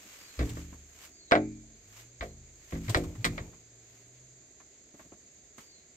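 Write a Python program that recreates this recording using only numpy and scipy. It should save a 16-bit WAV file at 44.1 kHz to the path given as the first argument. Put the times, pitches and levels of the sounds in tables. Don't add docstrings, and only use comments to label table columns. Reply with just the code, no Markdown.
import sys
import numpy as np
from scipy import signal
from scipy.fft import rfft, irfft, next_fast_len
from scipy.io import wavfile
from scipy.ndimage import uniform_filter1d, map_coordinates

SR = 44100
rng = np.random.default_rng(int(sys.argv[2]) if len(sys.argv) > 2 else 0)


def to_wav(s):
    ch = np.atleast_2d(s).T
    pcm = np.round(np.clip(ch, -1, 1) * 32767)
    wavfile.write(sys.argv[1], SR, pcm.astype(np.int16))


N = 262836

# start_s, ring_db, ring_tilt_db_per_octave, place (0-1 along the pole), clack_db, clack_cut_hz
BLOWS = [(0.391, -36, -6.5, 0.15, -34.5, 5800), (0.407, -39.5, -0.5, .16, -38, 3000),
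         (0.425, -46.5, -1.5, .16, -42.5, 3500), (0.503, -51.5, -9.5, 0.07, -51.5, 3000),
         (0.569, -48.5, -6, 0.3, -43, 1200), (1.3117, -45.5, 8.5, .5, -23.5, 2000),
         (1.3199, -33, 11, .5, -14.5, 2650), (1.353, -33, 5, .5, -21, 2300),
         (2.2087, -51.5, -3.5, 0.17, -34, 3400), (2.222, -47.5, 9, .09, -38.5, 2100),
         (2.7222, -40.5, -3, .3, -41.5, 2530), (2.752, -47.5, -2, .3, -45.5, 2800),
         (2.882, -55, 5.5, 0.38, -39, 4000), (2.9465, -40, 4, .3, -20, 5600),
         (2.963, -35, 1, .3, -36, 3000), (3.2448, -41, -3.5, .29, -22, 6000),
         (3.251, -44, -7.5, .29, -22, 8550), (3.3786, -51.5, 2, .15, -33.5, 3200)]
# pitch_hz, level_db
THUMP_SPECTRUM = [(30, -15), (110, 3), (300, 8.5), (480, -5), (680, 3.5), (1000, -36), (3000, -51)]


def amp(db):
    return 10 ** (np.asarray(db) / 20)


def unit(x):
    return x / np.sqrt(np.mean(x ** 2) + 1e-20)


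def along(points, hz):
    point_hz, values = np.transpose(points)
    return np.interp(np.log(hz + 1), np.log(point_hz + 1), values)


def wobble(rate):
    knots = rng.standard_normal(int(N * rate / SR) + 4)
    return map_coordinates(knots, [np.arange(N) * rate / SR])


def filtered(x, response):
    size = x.shape[-1]
    padded = next_fast_len(size + 8192)
    hz = np.fft.rfftfreq(padded, 1 / SR)
    return irfft(rfft(x, padded) * response(hz), padded)[..., :size]


def low_pass(hz, cut_hz, order):
    return (1 - (hz / cut_hz) ** 2 + 1j * np.sqrt(2) * hz / cut_hz) ** -order


def noise(spectrum, size, mono_hz=900):
    def mid_side(hz):
        turn = np.arccos(1 / (1 + (hz / mono_hz) ** 2)) / 2
        return amp(along(spectrum, hz)) * [np.cos(turn), np.sin(turn)]

    mid, side = filtered(rng.standard_normal((2, size)), mid_side)
    return unit(np.array([mid + side, mid - side]))


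def add(track, start_s, sound):
    part = track[:, max(0, round(start_s * SR)):][:, :sound.shape[-1]]
    part += sound[..., :part.shape[1]]


def pole_ring(travel_s=.002, swell_s=0.0011, lead_s=0.00017, scatter_db=1, phase_scatter=0.19,
              node_db=4.0, blur_hz=400, pivot_hz=280):
    # pitch_hz, level_db (relative), t60_s (before support loss)
    modes = [(44.05, -8.5, 2.5), (74, -4.5, 1.5), (116.6, 1, 0.82), (165.5, -1.5, 0.66), (218.9, -3.5, 0.7),
             (270.3, 4, 0.51), (308, 1, 0.47), (365.5, -0.5, 0.33), (423.4, -1, .3), (479, 0, 0.25),
             (522.2, 0.5, 0.18), (575, 1.5, 0.18), (620.7, 0, 0.15), (668, 3.5, 0.13), (707, 4, 0.15),
             (750, -7.5, 0.19), (853, -14.5, 0.21), (906, -21.5, 0.17), (1099, -13.5, .14),
             (1380, -3, 0.084), (1485, 0, 0.095), (1590, -2.5, 0.14), (1700, -12.5, .13), (2050, -13, 0.14),
             (2250, -18, .17), (2390, -14, 0.18)]
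    # time_s, loss_per_s (at 270 Hz)
    support = [(.47, 6.4), (.53, 0.59), (1.5, 0.13), (2.7, 0.1), (3.45, 1.4)]
    # low_hz, high_hz
    tilt_span = (111, 700)
    contact_hz, contact_ref_db, db_per_doubling = 1230, -27, 15

    out, t = np.zeros((2, N)), np.arange(2 * SR) / SR
    channel_t = t + np.array([[lead_s], [0]])
    for start_s, ring_db, tilt_db, place, clack_db, _ in BLOWS:
        cut_hz = contact_hz * 2 ** ((clack_db - contact_ref_db) / db_per_doubling)
        absorbed = np.cumsum(np.interp(start_s + t, *np.transpose(support))) / SR
        scatter = rng.standard_normal((len(modes), 2))
        for k, ((hz, mode_db, t60), (size, phase)) in enumerate(zip(modes, scatter)):
            shape_db = node_db * np.cos(2 * np.pi * k * place) * abs(low_pass(hz, blur_hz, order=2))
            strength_db = ring_db + tilt_db * np.log2(np.clip(hz, *tilt_span) / pivot_hz)
            level_db = mode_db + strength_db + shape_db + scatter_db * size
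            gain = amp(level_db) * abs(low_pass(hz, cut_hz, order=2))

            slow = np.sqrt(270 / hz)
            age = np.maximum(channel_t[:, :int(1.2 * t60 * SR)] - travel_s * slow, 0)
            loss = np.log(1000) * age / t60 + absorbed[:age.shape[1]] * slow ** 2
            life = (1 - np.exp(-age / (swell_s * slow ** 2))) * np.exp(-loss)
            add(out, start_s, gain * life * np.sin(2 * np.pi * (hz * age + phase_scatter * phase)))
    return out


def pole_clacks(lead_s=0.000382, diffuse=1.0, pivot_hz=1500, snap_s=0.00058):
    # pitch_hz, width_hz, level_db
    wall_modes = [(660, 170, -5), (1152, 160, 0), (1330, 200, -4), (1616, 160, -1), (1900, 230, 2),
                  (2088, 220, 0.5), (2280, 80, -6), (3340, 1200, -7), (3860, 900, -10.5),
                  (6880, 2400, -15.5), (13200, 5600, -23.5)]
    # clack_db, snap_share (0-1 of the power)
    snap_shares = [(-37, 0), (-18, 0.5)]
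    rattle_t60_s, tilt_db = 0.1, -2.5

    def wall(f):
        return sum(amp(db) * 1j * f * width / (centre * centre - f * f + 1j * f * width)
                   for centre, width, db in wall_modes)

    out, t = np.zeros((2, N)), np.arange(SR // 4) / SR
    for start_s, _, _, _, clack_db, cut_hz in BLOWS:
        def colour(f):
            treble = amp(tilt_db * np.log2(1 + (f / pivot_hz) ** 2) / 2)
            delay = np.exp(-2j * np.pi * f * np.array([[0], [lead_s]]))
            return wall(f) * low_pass(f, cut_hz, order=1) * treble * delay

        snap = np.interp(clack_db, *np.transpose(snap_shares))
        white = rng.standard_normal((4, len(t)))
        crack = unit(filtered(white[0] * np.exp(-t / snap_s), colour))
        decay = np.exp(-np.log(1000) * t / rattle_t60_s)
        rattle = unit(filtered((white[1] + diffuse * white[2:]) * decay, colour))
        add(out, start_s, amp(clack_db - 15.5) * (np.sqrt(snap) * crack + np.sqrt(1 - snap) * rattle))
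    return out


def thuds(lead_s=0.000068):
    # start_s, pitch_hz, level_db, length_s
    low_thuds = [(0.379, 62.3, -23, 0.091), (2.2, 59.6, -34.5, 0.046), (2.725, 83, -31.5, 0.033),
                 (2.876, 110, -23.5, 0.054), (2.956, 78.4, -20.5, 0.015), (3.057, 81, -34, 0.052),
                 (3.175, 112.5, -32.5, 0.057), (3.306, 100, -30, 0.021), (3.405, 102.5, -31, 0.018),
                 (3.463, 85, -45, 0.034)]
    # pitch_hz, level_db
    rumble_spectrum = [(20, -14), (60, 1), (150, -1.5), (400, -3), (900, -15), (3000, -42)]
    rumble_db, rumble_t60_s = -17, 0.56

    out, t = np.zeros((2, N)), np.arange(SR // 2) / SR
    channel_t = t + np.array([[lead_s], [0]])
    decay = np.exp(-np.log(1000) * t / rumble_t60_s)
    for start_s, hz, level_db, length_s in low_thuds:
        arch = np.sin(np.pi * np.clip(channel_t / length_s, 0, 1))
        swing = arch * np.sin(2 * np.pi * hz * channel_t)
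        rumble = noise(rumble_spectrum, len(t)) * np.minimum(t / length_s, 1) * decay
        add(out, start_s, amp(level_db) * (swing + amp(rumble_db) * rumble))
    return out


def scuffs(rise_s=.002, grain_db=-1.0):
    # start_s, thump_db, scrape_db, grit_db
    touches = [(0.491, -68, -62, -47.5), (0.726, -50.5, -56.5, -79), (2.893, -37.5, -45.5, -37),
               (2.969, -43, -58, -42.5), (3.036, -59, -53.5, -54), (3.151, -59, -56.5, -60),
               (3.247, -65, -63, -35.5), (3.530, -72.5, -61.5, -81), (4.6, -79, -58.5, -71),
               (4.941, -56, -68, -78), (4.993, -53.5, -54, -76), (5.05, -55.5, -75, -78),
               (5.119, -48.5, -60, -77), (5.58, -54, -52.5, -55)]
    # pitch_hz, level_db
    scrape_spectrum = [(400, -33), (750, 7.5), (1050, 15), (1500, 7.5), (2200, 8.5), (4000, -19),
                       (9000, -50.5)]
    grit_spectrum = [(800, -31), (3000, 3.5), (5500, -0.5), (8000, 4.5), (10000, -9.5), (15000, -6.5)]
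    t60_s = 0.093

    out, t = np.zeros((2, N)), np.arange(SR // 4) / SR
    life = (1 - np.exp(-t / rise_s)) * np.exp(-np.log(1000) * t / t60_s)
    for start_s, thump_db, scrape_db, grit_db in touches:
        grain = unit(uniform_filter1d(rng.standard_normal(len(t)), size=60))
        crumbs = unit(amp(grain_db * grain))
        scrape = amp(scrape_db) * noise(scrape_spectrum, len(t))
        grit = amp(grit_db) * noise(grit_spectrum, len(t))
        thump = amp(thump_db) * noise(THUMP_SPECTRUM, len(t))
        add(out, start_s, 2 * life * (thump + crumbs * (scrape + grit)))
    return out


def jacket(gain_db=10, grain_db=2.0):
    # peak_s, level_db, rise_s, fall_s
    strokes = [(.14, -63, 1, 0.58), (.46, -61.5, 0.41, 0.26), (.58, -62, 0.054, 0.15),
               (.72, -74, 0.089, .17), (1.05, -60, .2, .07), (2.0, -61.5, 0.17, 0.073),
               (2.23, -64, .03, 0.089), (2.74, -63, 0.13, 0.076), (2.93, -59.5, 0.29, 0.25),
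               (3.36, -68.5, 0.6, 0.3), (3.95, -75.5, 0.2, .3), (5.0, -72.5, 0.077, 0.15),
               (5.61, -65, 0.053, 0.082)]
    # pitch_hz, level_db
    cloth_spectrum = [(150, -8.5), (400, 6.5), (800, 8.5), (1500, 12.5), (2400, 14.5), (4000, 9),
                      (8000, 11), (10000, -6), (12500, 8.5), (15500, -2.5)]
    depth_db, rest_db = 20, -87

    t, power = np.arange(N) / SR, amp(rest_db) ** 2
    for peak_s, level_db, rise_s, fall_s in strokes:
        distance = np.maximum((peak_s - t) / rise_s, (t - peak_s) / fall_s)
        power = power + amp(level_db - depth_db * distance) ** 2
    return np.sqrt(power) * amp(gain_db + grain_db * wobble(250)) * noise(cloth_spectrum, N)


def yard(x):
    # pitch_hz, t60_s
    tail_decay = [(100, 0.59), (600, 0.17), (900, 0.12), (1200, 0.27), (1900, 0.21), (2400, 0.64),
                  (2900, 0.12), (5000, 0.39), (12000, 0.4)]
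    hz, t, grains = signal.stft(rng.standard_normal((2, SR // 2)), SR, nperseg=256)
    decay = np.exp(-np.log(1000) * t / along(tail_decay, hz)[:, None])
    tail = signal.istft(grains * decay, SR, nperseg=256)[1]
    late = np.pad(tail, ((0, 0), (SR // 100, 0)))
    return signal.fftconvolve(x, late / np.linalg.norm(tail[0]), axes=1)[:, :N]


def bird(waver=0.016, lead_s=0.000096, flutter_db=3, far_db=-4):
    # start_s, level_db
    whistles = [(0.172, -59), (1.111, -59.5), (2.15, -69), (5.611, -61.5)]
    length_s, start_hz, end_hz = .2, 4870, 4000

    out = np.zeros((2, N))
    pitch = 1 + waver * wobble(160)
    flutter = amp(flutter_db * wobble(45))
    u = np.linspace(0, 1, int(length_s * SR))
    slide = end_hz + (start_hz - end_hz) * np.cos(np.pi * u / 2) ** 2
    swell = np.sqrt(abs(np.sin(np.pi * u)))
    for start_s, level_db in whistles:
        hz = slide * pitch[int(start_s * SR):][:len(u)]
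        cycles = np.cumsum(hz) / SR + hz * np.array([[lead_s], [0]])
        add(out, start_s, amp(level_db) * swell * np.sin(2 * np.pi * cycles))
    song = out * flutter
    return song + amp(far_db) * yard(song)


def hum(waver_hz=6.5, waver_db=3.5):
    # start_s, length_s, level_db
    swells = [(1.805, 1, -60), (3.499, 1, -61)]
    start_hz, top_hz, climb_s = 90, 124, .27

    out, t = np.zeros(N), np.arange(N) / SR
    for start_s, length_s, level_db in swells:
        age = np.clip(t - start_s, 0, length_s)
        hz = top_hz + (start_hz - top_hz) * np.exp(-age / climb_s) + waver_hz * wobble(4.8)
        arch = np.sqrt(abs(np.sin(np.pi * age / length_s)))
        level = amp(level_db + waver_db * wobble(5.46))
        out += level * arch * np.sin(2 * np.pi * np.cumsum(hz) / SR)
    return out


def hillside(insect_db=-59.0, air_db=-64, leaves_db=-73, buffet_db=-73):
    # pitch_hz, level_db
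    insect_spectrum = [(5000, -55.5), (5950, -16), (6250, -2.5), (6600, 0.5), (6900, -0.5), (7150, -2.5),
                       (7500, -1.5), (7630, -20.5), (8500, -22), (9200, -68)]
    air_spectrum = [(20, -11.5), (60, 4.5), (130, -2), (220, -4.5), (400, 1), (520, -6.5), (650, -4.5),
                    (850, -15.5), (1200, -16.5), (2000, -10), (2800, -19), (4000, -11.5), (4800, -10.5),
                    (5600, -15.5), (8000, -16.5), (8800, -26.5), (9500, -60.5), (16000, -41.5)]
    leaf_spectrum = [(700, -26), (1300, -15.5), (2200, 4.5), (3000, -4.5), (4700, -2.5), (6000, -17),
                     (9000, -42.5)]
    insect_side = [
        [-1.7],
        [1.7],
    ]

    chorus_level = amp(insect_db + 0.42 * wobble(3) + 0.77 * wobble(66))
    chorus = chorus_level * noise(insect_spectrum, N) * amp(insect_side)
    air = amp(air_db + 0.23 * wobble(4.0)) * noise(air_spectrum, N)
    leaves = amp(leaves_db + 2.7 * wobble(22)) * noise(leaf_spectrum, N)
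    buffets = amp(buffet_db + 2.8 * wobble(37)) * noise(THUMP_SPECTRUM, N)
    return chorus + air + leaves + buffets


def scene(tail_db=-21):
    near = pole_ring() + pole_clacks() + thuds() + scuffs() + jacket()
    return near + amp(tail_db) * yard(near) + bird() + hum() + hillside()


def record(dry, top_hz=15650):
    return filtered(dry, lambda hz: hz < top_hz)


dry = scene()
out = record(dry)
to_wav(out)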